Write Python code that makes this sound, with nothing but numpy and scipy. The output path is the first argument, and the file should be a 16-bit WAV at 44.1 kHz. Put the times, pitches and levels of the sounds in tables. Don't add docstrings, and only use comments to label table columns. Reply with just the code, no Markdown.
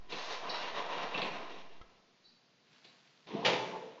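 import sys
import numpy as np
from scipy import signal
from scipy.fft import rfft, irfft
from scipy.io import wavfile
from scipy.ndimage import uniform_filter1d

SR = 44100
rng = np.random.default_rng(int(sys.argv[2]) if len(sys.argv) > 2 else 0)


def dump(signal):
    limited = np.clip(np.atleast_2d(signal).T, -1, 1)
    pcm = np.round(limited * 32767).astype(np.int16)
    wavfile.write(sys.argv[1], SR, pcm)


N = 176400
TIME = np.arange(N) / SR

# f/Hz, level/dB
AIR_COLOUR = [(25, -42), (91, -22.5), (128, -8.5), (211, -6), (300, -10), (1160, -16), (4650, -16.5),
              (6800, -26), (7700, -47.5)]
# f/Hz, T60/s
HALL_FADE = [(120, 0.5), (500, 1.5), (1000, 1.29), (2500, 0.69), (4000, 0.31), (7000, 1.26)]
# t/s, level/dB
LATCH_TIMES = [(1.814, -53), (1.828, -66)]
# f/Hz, relative level/dB, T60/s
LATCH_MODES = [(1090, -15, 0.065), (1310, 3.5, 0.065), (1650, -10, 0.12), (2034, -8, 0.1),
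               (3273, -13, 0.12)]
# t/s, length/s, f/Hz, level/dB, decay time constant/s
HINGE_TONES = [(2.242, 0.085, 3980, -59.5, 0.17), (2.249, 0.027, 4490, -60.5, 0.16),
               (2.286, 0.038, 4830, -64, 0.04)]
# t/s, length/s, level/dB, relative level of the shrill overtone/dB
HINGE_CHIRPS = [(0.494, 0.044, -38, -10), (0.541, 0.058, -43, -10.5), (2.234, 0.15, -65.5, -14),
                (2.867, 0.05, -61, -22)]
# f/Hz, width/Hz, relative level/dB
HINGE_BANDS = [(3970, 370, 1.5), (4370, 410, -0.5), (4680, 300, -5.5)]
# t/s, level/dB
SWING_LEVEL = [(2.62, -83), (2.72, -65), (3.05, -68.5), (3.27, -70.5)]
# f/Hz, level/dB
RUB_COLOUR = [(50, -28.5), (150, 13), (500, -4), (1000, 3.5), (4200, 4), (6500, -7.5)]
# t/s, level/dB, centre f/Hz
FRAME_JOLTS = [(0.14, -43, 230), (0.546, -33, 1020), (3.332, -43.5, 328), (3.349, -35.5, 338),
               (3.479, -26.5, 572), (3.75, -44, 700), (3.84, -47, 540)]
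# t/s, level/dB, centre f/Hz, spread/octaves, relative level of the thump/dB
JOINT_CLACKS = [(0.097, -55, 3600, 0.49, -28), (0.12, -32.5, 3100, 0.4, -3), (1.141, -27.5, 2790, 0.11, -9),
                (1.174, -30.5, 3000, 0.22, -9), (1.216, -24.5, 2940, 0.31, -8),
                (2.844, -47.5, 3880, 0.63, -9.5), (3.973, -48.5, 970, 0.16, -12)]
# f/Hz, level/dB
BAR_COLOUR = [(100, -3), (1000, 3.5), (2750, 5.5), (3300, 0), (4000, 10.5), (4700, -3.5), (7700, -15)]
# t/s, rumble level/dB, groan level/dB, treble level/dB
PUSH_LEVELS = [(3.262, -69, -88, -96), (3.272, -62.5, -54, -55.5), (3.35, -39.5, -46, -54),
               (3.43, -47, -43.5, -54), (3.5, -41, -38, -38.5), (3.62, -50, -42, -65.5),
               (3.7, -47, -51.5, -57.5), (3.76, -57.5, -43, -61), (3.87, -57, -64.5, -63.5),
               (4, -67, -74, -67.5)]
# f/Hz, level/dB
GROAN_COLOUR = [(200, -34), (340, -8), (470, -4.5), (620, -13.5), (890, -6), (1100, -11), (1400, -26.5)]
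# t/s, length/s, starting f/Hz, level/dB, glide/(Hz per s)
FRAME_MOANS = [(3.353, 0.093, 660, -40.5, 750.5), (3.728, 0.079, 895, -42, -400),
               (3.77, 0.15, 503, -47, -0.5), (3.789, 0.17, 440, -47.5, 100.5)]
# t/s, level/dB, top of the bright range f/Hz
SLAM_BLOWS = [(3.448, -22, 4200), (3.458, -21.5, 7500), (3.473, -31.5, 6000), (3.527, -29.5, 4000)]
# f/Hz, level/dB
METAL_COLOUR = [(30, -48), (75, -30), (125, 9.5), (190, -12.5), (280, -4.5), (900, 2), (1550, 1.5),
                (2300, 7.5), (3600, 7), (4500, 0.5), (5700, -4), (7000, -12), (7800, -28.5)]
# f/Hz, relative level/dB, T60/s
FRAME_MODES = [(179.5, -4, .9), (421, -7, .7), (501, 3, .65), (547, -3, .6), (683, 0, .4), (801, 0, .5),
               (873, -1, .8), (1225, -6, .65), (1819, -5, .55), (2071, -6, .45), (2265, -3, .5),
               (2409, -4, .5), (2797, -4, .4), (3237, -2, .35), (3687, -3, .3), (6821, -16, .35)]
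# t/s, rumble level/dB, middle level/dB, treble level/dB
ROLL_LEVELS = [(0, -83, -66.5, -76), (.085, -60, -63, -67), (.1, -55.5, -52, -46.5),
               (.2, -75.5, -47.5, -47.5), (.41, -61, -46.5, -49), (.45, -54.5, -41, -49),
               (.6, -58, -44, -43.5), (.85, -56.5, -40.5, -46), (1.32, -51.5, -43.5, -49),
               (1.47, -55.5, -49, -53), (1.6, -62, -65, -55), (1.72, -71, -90, -66.5), (2, -80, -80, -77)]
# f/Hz, level/dB
RUMBLE_COLOUR = [(30, -42.5), (85, -33.5), (130, -6), (190, 1.5), (300, 0), (450, -1), (900, -55)]
ROAR_COLOUR = [(200, -31), (330, -10), (450, 5), (580, 2), (690, 7), (830, 2.5), (1050, 7.5), (1350, -4),
               (1850, -3), (2500, -33)]
GRIT_COLOUR = [(900, -26.5), (1500, 0), (2800, 3), (3950, 1), (4600, -7.5), (5800, -10.5), (6800, -20.5),
               (7700, -61)]
# t/s, level/dB
SCRAPE_LEVEL = [(.085, -90), (.1, -54.5), (.36, -51.5), (.46, -67), (.65, -61), (.9, -82)]
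# f/Hz, level/dB
SEAL_COLOUR = [(2500, -10), (4000, 10.5), (6400, 0.5), (7700, -22)]

AIR_DB, EDGE_HZ = -70, 7700
KNOCK_S, KNOCK_RISE_S, KNOCK_OCTAVES = 0.0095, 0.0026, 1.11
CLACK_S, THUMP_S, CLACK_RISE_S = 0.011, 0.015, 0.0035
SLAM_S, SLAM_RISE_S = 0.014, 0.0044
SLAM_RING_DB, SLAM_RING_S = -15, 0.1
SHRILL_HZ, SHRILL_WIDTH_HZ = 5400, 400
SQUEAK_RING_DB = -10
FRAME_SLAM_DB, FRAME_ROLL_DB = -35, -19
PROFILE_T60_S, PROFILE_SLAM_DB, PROFILE_ROLL_DB = 0.64, -42.02, -5.5
GRAINS_PER_S, GRAIN_SPREAD_DB = 3000, 1.5
SURGE_DB, SURGE_S = 2, 0.033
RATTLES_PER_S, RATTLE_DB = 31, -14.5


def amp(db):
    return 10 ** (np.asarray(db) / 20)


def unit(x):
    return x / np.sqrt(np.mean(x ** 2) + 1e-20)


def read(points, hz):
    f, value = np.transpose(points)
    return np.interp(np.log(hz + 1), np.log(f), value)


def levels(table):
    t, *columns = np.transpose(table)
    return [amp(np.interp(TIME, t, db, left=-140, right=-140)) for db in columns]


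def colour(x, points, size=4096):
    hz = np.fft.rfftfreq(size, 1 / SR)
    octaves_above = np.log2(np.maximum(hz / points[-1][0], 1))
    db = read(points, hz) - 24 * octaves_above
    log_gain = np.log(amp(np.r_[db, db[-2:0:-1]]))
    taps = np.fft.ifft(np.exp(np.conj(signal.hilbert(log_gain)))).real
    return signal.oaconvolve(x, taps / np.linalg.norm(taps))[:N]


def grains(rate, spread_db):
    size = amp(spread_db * np.minimum(rng.exponential(1, N), 4))
    sign = rng.choice([-1, 1], N)
    happens = rng.random(N) < rate / SR
    return unit(size * sign * happens)


def burst(start, decay_s, rise_s):
    t = np.maximum(TIME - start, 0)
    return rng.standard_normal(N) * np.minimum(t / rise_s, 1) * np.exp(-t / decay_s)


def band(hz, width_hz):
    f = np.fft.rfftfreq(N, 1 / SR)
    gain = 1 / (1 + (2 * (f - hz) / width_hz) ** 4)
    return unit(irfft(rfft(rng.standard_normal(N)) * gain, N))


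def stroke(start, length, skew):
    progress = np.clip((TIME - start) / length, 0, 1)
    return np.sin(np.pi * progress ** skew)


def tone(hz, waver):
    drift = unit(uniform_filter1d(rng.standard_normal(N), size=500))
    return np.sin(2 * np.pi * np.cumsum(hz * (1 + waver * drift)) / SR)


def frame_ring():
    t = TIME[:SR]
    ring = 0
    for hz, db, t60 in FRAME_MODES:
        ring = ring + amp(db - 60 * t / t60) * np.sin(2 * np.pi * (hz * t + rng.random()))
    return (1 - np.exp(-t / SLAM_RISE_S)) * ring


def profile_ring(count=260):
    t = TIME[:SR // 2]
    ring = 0
    for size, place, turn in rng.random((count, 3)):
        hz = 1300 + 6000 * place
        ring = ring + size ** 2 * np.sin(2 * np.pi * hz * t + 2 * np.pi * turn)
    return unit(ring) * amp(-60 * t / PROFILE_T60_S)


def hall(x, wet_db):
    hz, t, noise = signal.stft(rng.standard_normal(SR), SR, nperseg=256)
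    fade = amp(-60 * t / read(HALL_FADE, hz)[:, None])
    tail = signal.istft(noise * fade, SR, nperseg=256)[1]
    tail *= np.minimum(TIME[:len(tail)] / 0.0021, 1)
    wet = signal.fftconvolve(x, tail / np.linalg.norm(tail))[:N]
    return (x + amp(wet_db) * wet) / np.hypot(1, amp(wet_db))


def still_air():
    return amp(AIR_DB) * colour(rng.standard_normal(N), AIR_COLOUR)


def latch():
    out = 0
    for start, db in LATCH_TIMES:
        t = np.maximum(TIME - start, 0)
        ring = 0
        for hz, mode_db, t60 in LATCH_MODES:
            ring = ring + amp(mode_db - 60 * t / t60) * np.cos(2 * np.pi * hz * t)
        tick = colour(burst(start, 0.0055, 0.0008), GRIT_COLOUR)
        out = out + amp(db) * (ring + tick)
    return hall(out, wet_db=-6.5)


def squeaks():
    out = 0
    for start, length, hz, db, ring_s in HINGE_TONES:
        t = np.maximum(TIME - start, 0)
        ring = amp(SQUEAK_RING_DB) * np.minimum(t / length, 1) * np.exp(-t / ring_s)
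        loudness = stroke(start, length, 0.42) + ring
        out = out + amp(db) * loudness * tone(hz, waver=0.002)
    return hall(out, wet_db=0)


def hinges():
    squeal = unit(sum(amp(db) * band(hz, width) for hz, width, db in HINGE_BANDS))
    shrill = band(SHRILL_HZ, SHRILL_WIDTH_HZ)
    chirps = 0
    for start, length, db, shrill_db in HINGE_CHIRPS:
        voice = squeal + amp(shrill_db) * shrill
        chirps = chirps + amp(db) * stroke(start, length, 0.39) * voice
    rub = levels(SWING_LEVEL)[0] * colour(grains(1200, 3), RUB_COLOUR)
    return hall(chirps + rub, wet_db=-2.5)


def knocks():
    hz = np.geomspace(60, 4000, 30)
    out = 0
    for start, db, centre_hz in FRAME_JOLTS:
        distance = np.log2(hz / centre_hz) / KNOCK_OCTAVES
        shape = -40 * np.log10(1 + distance ** 2)
        knock = colour(burst(start, KNOCK_S, KNOCK_RISE_S), np.c_[hz, shape])
        out = out + amp(db) * knock
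    return hall(out, wet_db=-1.5)


def clacks():
    hz = np.geomspace(100, 7700, 30)
    out = 0
    for start, db, centre_hz, octaves, thump_db in JOINT_CLACKS:
        distance = np.log2(hz / centre_hz) / octaves
        shape = read(BAR_COLOUR, hz) - 20 * np.log10(1 + distance ** 2 / 2)
        clack = colour(burst(start, CLACK_S, CLACK_RISE_S), np.c_[hz, shape])
        thump = burst(start, THUMP_S, CLACK_RISE_S)
        body = amp(-3.5) * colour(thump, ROAR_COLOUR) + amp(-4.5) * colour(thump, RUMBLE_COLOUR)
        out = out + amp(db) * (clack + amp(thump_db) * body)
    return hall(out, wet_db=2.5)


def push():
    low, mid, high = levels(PUSH_LEVELS)
    drag = low * colour(grains(700, 2.4), RUMBLE_COLOUR)
    drag += mid * colour(grains(1200, 0.93), GROAN_COLOUR)
    drag += high * colour(grains(4100, 0.97), GRIT_COLOUR)
    moans = 0
    for start, length, hz, db, glide in FRAME_MOANS:
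        voice = tone(hz + glide * (TIME - start), waver=0.008)
        moans = moans + amp(db) * stroke(start, length, 0.53) * voice
    return hall(drag + moans, wet_db=-15.5)


def slam():
    blows = 0
    for start, db, top_hz in SLAM_BLOWS:
        blow = burst(start, SLAM_S, SLAM_RISE_S)
        blow += amp(SLAM_RING_DB) * burst(start, SLAM_RING_S, SLAM_RISE_S)
        b, a = signal.butter(2, top_hz, fs=SR)
        blows = blows + amp(db) * signal.lfilter(b, a, blow)
    modes = amp(FRAME_SLAM_DB) * frame_ring()
    bars = amp(PROFILE_SLAM_DB) * colour(np.r_[profile_ring(), np.zeros(N)], METAL_COLOUR)
    wait = np.zeros(round(SLAM_BLOWS[0][0] * SR))
    ring = np.r_[wait, modes + bars[:SR], np.zeros(N)][:N]
    return hall(colour(blows, METAL_COLOUR), wet_db=-5.5) + hall(ring, wet_db=-14.5)


def rollers():
    low, mid, high = levels(ROLL_LEVELS)
    bumps = grains(GRAINS_PER_S, GRAIN_SPREAD_DB)
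    smooth = np.hanning(int(2 * SURGE_S * SR))
    surge = amp(SURGE_DB * unit(signal.fftconvolve(rng.standard_normal(N), smooth, "same")))

    chatter = rng.standard_normal(800) * np.exp(-TIME[:800] / 0.0042)
    rattle = unit(signal.fftconvolve(grains(RATTLES_PER_S, 4.3), chatter)[:N])
    bumps = unit(bumps + amp(RATTLE_DB) * rattle)

    ring = unit(signal.fftconvolve(bumps, frame_ring())[:N])
    bars = unit(colour(signal.fftconvolve(bumps, profile_ring())[:N], GRIT_COLOUR))

    rumble = low * colour(grains(600, 2.64), RUMBLE_COLOUR)
    roar = mid * (colour(bumps, ROAR_COLOUR) + amp(FRAME_ROLL_DB) * ring)
    grit = high * unit(colour(bumps, GRIT_COLOUR) + amp(PROFILE_ROLL_DB) * bars)
    scrape = levels(SCRAPE_LEVEL)[0] * colour(grains(2700, 1.8), SEAL_COLOUR)
    return hall(surge * (rumble + roar + grit + scrape), wet_db=-6.0)


def scene():
    mono = still_air() + latch() + squeaks() + hinges() + knocks()
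    mono += clacks() + push() + slam() + rollers()
    return np.array([mono, mono])


def record(dry):
    taps = signal.firwin(301, EDGE_HZ, window=("kaiser", 8), fs=SR)
    return signal.oaconvolve(dry, taps[None], "same")


dry = scene()
out = record(dry)
dump(out)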